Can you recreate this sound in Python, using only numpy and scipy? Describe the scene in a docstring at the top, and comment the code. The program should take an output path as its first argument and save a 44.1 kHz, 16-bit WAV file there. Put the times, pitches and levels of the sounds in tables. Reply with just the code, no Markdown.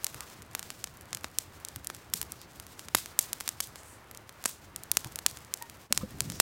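"""A small twig fire on snow at the edge of a wood, on one microphone. Gas pockets pop, scatter in the
pile and let out a fading hiss of steam over the low rush of the flames. Someone crouched beside it
breaks sticks fibre by fibre, and the trunks echo them. A jacket rustles, handling and breaking give
soft low thuds, and a far bird calls once in the wash of the wood. Near the end the background dips
briefly, then the flames flutter close to the microphone."""
import sys
import numpy as np
from scipy import signal
from scipy.fft import rfft, irfft
from scipy.io import wavfile
from scipy.ndimage import uniform_filter1d

SR = 44100
rng = np.random.default_rng(int(sys.argv[2]) if len(sys.argv) > 2 else 0)


def digitize_waveform(pressure):
    """Quantize a signal to 16-bit integers and store it at the path in sys.argv[1].

    Rows of a 2-D input are taken as channels; values are limited to [-1, 1].
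    """
    field = np.atleast_2d(pressure).T
    bounded = np.clip(field, -1, 1)
    quanta = np.round(bounded * 32767).astype(np.int16)
    wavfile.write(sys.argv[1], SR, quanta)


N = 282681
TIME = np.arange(N) / SR

# spectra of the distant wood, the flames and the sizzling sap: f/Hz, relative level/dB
AIR_SPECTRUM = [(150, -5), (350, 0), (600, 0.5), (1100, 1), (1800, -2.5), (3000, -10), (5000, -17),
                (12000, -23)]
FLAME_SPECTRUM = [(20, -41), (42, -11.5), (70, 2), (110, 0.5), (200, -7), (330, -9.5), (700, -23),
                  (1500, -50)]
SIZZLE_SPECTRUM = [(1500, -1), (3000, 1.5), (5000, 2.5), (8000, 0.5), (11000, -4), (15000, -2.5),
                   (16000, -4)]
# low rush of the flames, louder from close by: t/s, level/dB
FLAME_LEVELS = [(0, -57), (2.2, -55.5), (4.2, -59), (5.2, -54), (5.88, -58), (5.94, -49.5), (6.41, -47.5)]
# fine hiss of sap and cloth: t/s, relative level/dB
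HISS_LEVELS = [(0, -59.5), (.25, -54), (.48, -68), (.68, -54), (.98, -67.5), (1.6, -62), (2.35, -63),
               (2.55, -61), (3.1, -58), (3.85, -65), (4.05, -72), (4.25, -73), (4.42, -60), (4.75, -70.5),
               (5.9, -65), (6.41, -53.5)]
# brief dip of the background: t/s, gain/dB
BACKGROUND_DIP = [(5.855, 0), (5.89, -13), (5.905, 0)]
# the far bird's note: t/s, length/s, f/Hz
BIRD_NOTE = (5.611, .028, 930)
# brushes of sleeve and twig: middle t/s, length/s, centre f/Hz, level/dB
SLEEVE_BRUSHES = [(0.213, 0.13, 1200, -53), (2.42, 0.12, 4630, -56.5), (2.808, 0.15, 7300, -62),
                  (3.792, 0.098, 7200, -55), (3.9, 0.25, 8300, -56), (5.064, 0.057, 870, -51),
                  (6.021, 0.045, 1090, -48), (6.35, 0.14, 5800, -50.5)]
# tongues of flame tearing loose: middle t/s, length/s, centre f/Hz, level/dB
FLAME_PUFFS = [(5.96, 0.073, 154, -46.5), (6.155, 0.062, 127, -43.5), (6.27, .19, 148, -40.5)]
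# soft low thuds, from handling and from sticks breaking: t/s, level/dB, lowest mode f/Hz
LOW_THUDS = [(.152, -38, 119.5), (1.15, -42, 128), (1.239, -46.5, 254), (1.762, -36.5, 111),
             (2.144, -38, 171), (2.953, -36, 116), (5.056, -32, 128), (5.905, -35, 224),
             (6.031, -25.5, 203)]
# modes of a thud: multiple of the lowest, relative level/dB, t60/s
LOW_THUD_MODES = [(1, 1, 0.068), (2.52, -7.5, 0.065)]
# what the trees scatter back: f/Hz, relative level/dB
TREE_SPECTRUM = [(500, -13.5), (1300, -11), (3500, 2.5), (7000, 0.5), (13000, -1)]
# echoes off single trunks: delay/s, relative level/dB
TRUNK_ECHOES = [(0.0235, -22.5), (0.0359, -15)]
# sticks breaking: t/s, crack level/dB, then relative to it body/dB, middle/dB, top/dB; length/ms
STICK_SNAPS = [(2.1369, 4, -11.5, -2.5, -1, 3), (2.9488, 8.5, 7.5, -2.5, 0, 3.34),
               (3.6035, 4.5, -4.5, -7.5, -5.5, 4.9), (4.4566, 5.5, 4, -6.5, -5, 4.6)]
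# gas pockets bursting: t/s, crack level/dB, then relative to it body/dB, top/dB
GAS_POPS = [(.0446, 3, -14.5, 0), (.0672, -2, -5, -5), (0.1449, -17.5, 8.5, 4), (.2069, -9.5, -0.5, -2),
            (0.4214, -19.5, 1, -3), (0.5506, -4.5, 7.5, 2.5), (0.5939, -7.5, -2, -1), (0.6288, -11, -1, -8),
            (0.7037, -8.5, 1.5, -7), (0.842, -0.5, -8, -7.5), (0.8732, -18.5, 6, -12),
            (1.1303, -4, -2, -11), (1.1487, -3.5, -9, -4), (1.1716, -16, 7, -2), (1.2442, -7.5, 8.5, -9),
            (1.3864, 6, -17, -2), (1.6498, -5.5, -16, -3), (1.6861, -8.5, -19, -8),
            (1.7608, -12.5, 0.5, 3.5), (1.8465, -17.5, -1, 6), (1.8715, -2.5, -21, -4),
            (1.9007, -13.5, 12.5, -2), (1.948, -16, -6, 0), (2.215, -3, -4, 1.5), (2.2287, -12.5, 4, 5),
            (2.321, -8.5, -23, 1.5), (2.4161, -19.5, -7, -2), (2.5992, -14, -1, 0), (2.7942, -10.5, -2, -7),
            (2.8853, -13, 4, -6), (3.0596, -11, 0.5, -5), (3.1909, 17, -13.5, -1), (3.3312, -1, -6, 1),
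            (3.4033, -13, -2, 2), (3.4083, -7.5, 3, -2), (3.4779, -2, 0.5, -3), (3.4906, 0.5, -8.5, -3.5),
            (3.758, -18.5, 10, 0), (4.1127, -20.5, 3.5, 4), (4.1488, -18.5, 3, -5), (4.1741, -12, -24, -6),
            (4.2934, -19, 7, -1), (4.4405, -11, -2, -1), (4.4523, -6, -8, -8), (4.7617, -7, -9.5, 0),
            (4.8356, -14, -14, 2), (4.9161, 6, -11.5, 2), (4.9708, 10, -3.5, -5), (5.0456, -12.5, 7.5, -3),
            (5.1585, -6.5, -6, -0.5), (5.189, -6.5, 1.5, -3), (5.2635, 12.5, -6, -7.5),
            (5.372, -14.5, 1, -6), (5.5394, 3, -15.5, -5), (5.6244, -11.5, -3.5, 2.5),
            (5.6981, -17, 0.5, -1), (5.9256, 10.5, -3.5, -5.5), (5.976, 5.5, -6.5, -8.5),
            (6.2058, 5.5, -9.5, -7.5), (6.3007, -6, -6, -6), (6.3208, -13.5, -2, -3),
            (6.4005, 24, -7.5, -5.5)]


def undb(db):
    """Decibels to gain."""
    return 10 ** (np.asarray(db) / 20)


def unit(x):
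    """Scale to an energy of one."""
    return x / np.sqrt(np.sum(x ** 2))


def add(out, x, start):
    """Mix x into out from a time in seconds."""
    i = max(int(round(start * SR)), 0)
    out[i:i + len(x)] += x[:max(len(out) - i, 0)]


def level_db(points):
    """Join (t/s, level/dB) points over the whole scene."""
    return np.interp(TIME, *np.transpose(points))


def spectrum_db(points, size):
    """Join (f/Hz, level/dB) points on a log-frequency axis over the bins of a transform."""
    hz, db = np.transpose(points)
    return np.interp(np.log(np.fft.rfftfreq(size, 1 / SR) + 1), np.log(hz), db)


def colour(x, points):
    """Give x a spectrum and an rms of one."""
    shaped = rfft(x) * undb(spectrum_db(points, len(x)))
    return unit(irfft(shaped, len(x))) * np.sqrt(len(x))


def causal(db):
    """The quickest impulse response with these gains (minimum phase)."""
    cepstrum = irfft(np.log(undb(db)))
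    half = len(cepstrum) // 2
    cepstrum[1:half] *= 2
    cepstrum[half + 1:] = 0
    return irfft(np.exp(rfft(cepstrum)))


def walk(rate_hz):
    """Smooth random drift with a spread near one."""
    hold = int(SR / rate_hz)
    steps = np.repeat(rng.standard_normal(N // hold + 1), hold)
    return uniform_filter1d(uniform_filter1d(steps, hold), hold)[:N] * np.sqrt(2)


def grit(size, grain_db):
    """Grainy noise: every sample has a random level of its own."""
    return rng.standard_normal(size) * undb(grain_db * rng.standard_normal(size))


def distant_air(db=-56, sway_db=1.13):
    """The even wash of the wood, far behind the fire."""
    return colour(rng.standard_normal(N), AIR_SPECTRUM) * undb(db + sway_db * walk(14))


def far_bird(db=-42, second_db=-5, waver=.008, tail_db=-8, tail_s=.03):
    """One short note of two harmonics, smeared by the trees on its way to the microphone."""
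    start, length, pitch_hz = BIRD_NOTE
    out, t = np.zeros(N), np.arange(SR // 4) / SR
    phase = 2 * np.pi * np.cumsum(pitch_hz * (1 + waver * walk(200)[:len(t)])) / SR
    gate = np.interp(t, [0, length / 10, length / 2, length], [0, 1, 1, 0])
    note = undb(db) * gate * (np.sin(phase) + undb(second_db) * np.sin(2 * phase))
    smear = unit(rng.standard_normal(len(t)) * np.exp(-t / tail_s))
    add(out, note, start)
    add(out, undb(tail_db) * signal.fftconvolve(note, smear), start + length / 2)
    return out


def wood_echo(x, echo_db, trunk_db, gap_s=0.017, early_s=0.018, late_s=0.031, late_db=-14, grain_db=5.5):
    """Snow swallows the near reflections; after a gap the trees return a fading wash of small echoes."""
    t = np.arange(int(SR * .7)) / SR
    since = np.maximum(t - gap_s, 0)
    power_fade = np.exp(-since / early_s) + undb(late_db) ** 2 * np.exp(-since / late_s)
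    power_fade *= np.minimum(since / 0.002, 1)
    grain = unit(undb(grain_db * rng.standard_normal(N))) * np.sqrt(N)
    out, edges_hz = np.zeros(N), np.geomspace(400, 16000, 8)
    for low, high in zip(edges_hz, edges_hz[1:]):
        band = signal.butter(2, [low, high], "band", fs=SR, output="sos")
        # echoes from all sides add in power, not in phase
        power = signal.fftconvolve(signal.sosfilt(band, x) ** 2, power_fade / power_fade.sum())
        carrier = unit(signal.sosfilt(band, grain * rng.standard_normal(N)))
        tree_db = np.interp(np.sqrt(low * high), *np.transpose(TREE_SPECTRUM))
        out += carrier * np.sqrt(N * power[:N].clip(0)) * undb(echo_db + tree_db)
    # a trunk mirrors only waves shorter than its girth
    bright = signal.sosfilt(signal.butter(1, 2500, "high", fs=SR, output="sos"), x)
    for delay, db in TRUNK_ECHOES:
        add(out, undb(db + trunk_db) * bright, delay)
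    return out


def low_thuds(contact_s=0.0029):
    """Handling and breaking sticks give soft thuds, each of two low, quickly damped modes."""
    out, t = np.zeros(N), np.arange(SR // 6) / SR
    for start, db, hz in LOW_THUDS:
        ring = sum(undb(mode_db - 60 * t / t60) * np.sin(2 * np.pi * hz * multiple * t)
                   for multiple, mode_db, t60 in LOW_THUD_MODES)
        add(out, undb(db) * ring * np.minimum(t / contact_s, 1), start)
    return out


def swells(table, width, grain_db):
    """Brief swells of grainy noise, each around one pitch."""
    out = np.zeros(N)
    for middle, length, hz, db in table:
        size = int(length * SR)
        hump = [(hz / 4, -30), (hz / (1 + width), -9), (hz, 0), (hz * (1 + width), -9), (hz * 8, -60)]
        noise = colour(grit(size, grain_db), hump)
        add(out, undb(db) * noise * np.hanning(size), middle - length / 2)
    return out


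def jacket_rustle():
    """Friction of sleeve and twig beside the fire."""
    return swells(SLEEVE_BRUSHES, width=0.43, grain_db=3.5)


def flame_puffs():
    """Burning gas tears loose in low puffs close to the microphone."""
    return swells(FLAME_PUFFS, width=0.58, grain_db=-3.5)


def flame_rush(flutter_db=1.34):
    """Turbulent flames: a low noise that flutters as they lick upward."""
    roar = colour(rng.standard_normal(N), FLAME_SPECTRUM)
    return roar * undb(level_db(FLAME_LEVELS) + flutter_db * walk(22))


def steam_level_db(jet_db=-62, db_per_crack_db=0.49, attack_s=0.014, fade_s=0.17):
    """Level of the hiss: every loud pop opens a jet of steam that fades back into the sizzle."""
    power, t = undb(level_db(HISS_LEVELS)) ** 2, np.arange(SR) / SR
    jet = np.minimum(t / attack_s, 1) * np.exp(-t / fade_s)
    for start, crack_db, _, _ in GAS_POPS:
        add(power, (undb(jet_db + db_per_crack_db * crack_db) * jet) ** 2, start)
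    return 10 * np.log10(power)


def sizzle(db, grain_db=4.5, flicker_db=3.0, gain_db=1.0):
    """Boiling sap and rubbing cloth: a fine, grainy hiss."""
    return colour(grit(N, grain_db), SIZZLE_SPECTRUM) * undb(db + gain_db + flicker_db * walk(70))


def twig(push, crack_db, body_db, middle_db, top_db, size=1024):
    """A push sounds through one twig: its broad colour plus uneven, heavily damped resonances."""
    shape = [(40, body_db - 36.5), (200, body_db - 4.5), (550, body_db - 6.0), (1200, body_db + .5),
             (3300, middle_db - .5), (7500, 1.0), (12500, top_db), (16000, top_db - 8.5)]
    resonance_hz = np.geomspace(2000, 16000, 18)
    ripple = np.column_stack([resonance_hz, rng.uniform(-2.2, 2.2, len(resonance_hz))])
    response = causal(crack_db + spectrum_db(shape, size) + spectrum_db(ripple, size))
    return signal.fftconvolve(push, response)


def burst(scatter_db, scatter_s=0.0015, linger_s=0.0062, linger_db=-22, stick_hz=2200, size=1024):
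    """One sharp pulse, then a few milliseconds of reflections among the sticks."""
    t = np.arange(size) / SR
    fade = np.exp(-t / scatter_s) + undb(linger_db) * np.exp(-t / linger_s)
    fade *= np.minimum(t / 0.00051, 1) ** 2
    # long waves pass round thin sticks, so only the treble is scattered
    treble = signal.butter(2, stick_hz, "high", fs=SR, output="sos")
    push = undb(scatter_db) * unit(signal.sosfilt(treble, rng.standard_normal(size) * fade))
    push[0] += 1  # the direct pulse
    return unit(push)


def stick_snaps(first_db=-8, fibre_body_db=-13, release_s=0.00058, linger_db=-26, linger_s=0.03):
    """A stick gives with one deep crack, then its fibres tear in a dense, bright run until it parts."""
    out, t = np.zeros(N), np.arange(1400) / SR
    for start, crack_db, body_db, middle_db, top_db, length_ms in STICK_SNAPS:
        middle_db -= 2  # softer middle in both crack and fibres
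        since_parting = np.maximum(t - length_ms / 1000, 0)
        fade = np.exp(-since_parting / release_s) + undb(linger_db) * np.exp(-since_parting / linger_s)
        fibres = unit(grit(len(t), grain_db=3) * fade)
        add(out, twig(fibres, crack_db, body_db + fibre_body_db, middle_db, top_db), start)
        # the first crack carries nearly all of the body but little of the treble
        push = burst(scatter_db=-8)
        add(out, twig(push, crack_db + first_db, body_db - first_db, middle_db - first_db, top_db), start)
    return out


def bark_ticks(sizzle_db, above_db=25.5, spread_db=4.8, body_db=-7, middle_db=-4, vary_db=5, count=130):
    """Tiny pops in the bark, mostly faint, louder while the fire sizzles."""
    out = np.zeros(N)
    for when, luck, body, top in rng.random((count, 4)):
        crack_db = sizzle_db[int(when * N)] + above_db + spread_db * min(-np.log(luck), np.pi)
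        tick_body_db = body_db + vary_db * (2 * body - 1)
        top_db = vary_db * (2 * top - 1)
        add(out, twig(burst(scatter_db=-16), crack_db, tick_body_db, middle_db, top_db), when * TIME[-1])
    return out


def gas_pops(scatter_per_body=0.3, middle_per_body=0.4):
    """Gas pockets burst: shallow ones thin and clean, those deep in the pile hollow and scattered."""
    out = np.zeros(N)
    for start, crack_db, body_db, top_db in GAS_POPS:
        push = burst(scatter_db=-8 + scatter_per_body * body_db)
        middle_db = -1 + middle_per_body * body_db
        add(out, twig(push, crack_db, body_db, middle_db, top_db), start)
    return out


def scene(fire_to_trees_db=-12):
    """Low in its snow hollow, the fire reaches the trees more weakly than the sticks held above it."""
    sizzle_db = steam_level_db()
    fire = gas_pops() + bark_ticks(sizzle_db)
    sticks = stick_snaps()
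    echoes = wood_echo(sticks + undb(fire_to_trees_db) * fire, echo_db=-12.0, trunk_db=-3.0)
    handling = low_thuds() + jacket_rustle()
    background = (flame_rush() + distant_air() + sizzle(sizzle_db)) * undb(level_db(BACKGROUND_DIP))
    return (fire + sticks + echoes + handling + flame_puffs() + far_bird() + background)[None]


def record(dry, lag_hz=550, lag_q=1.3, overload=1.3, top_hz=16300):
    """The microphone passes the lows a little late and overloads on the sharpest pops."""
    _, poles = signal.iirpeak(lag_hz, lag_q, fs=SR)
    lagged = signal.lfilter(poles[::-1], poles, dry)  # all-pass
    # the highest treble is cut off above about 16 kHz
    low_pass = signal.firwin(161, top_hz, window=("kaiser", 9), fs=SR)
    return signal.fftconvolve(np.clip(lagged, -overload, overload), low_pass[None], mode="same")


dry = scene()
out = record(dry)
digitize_waveform(out)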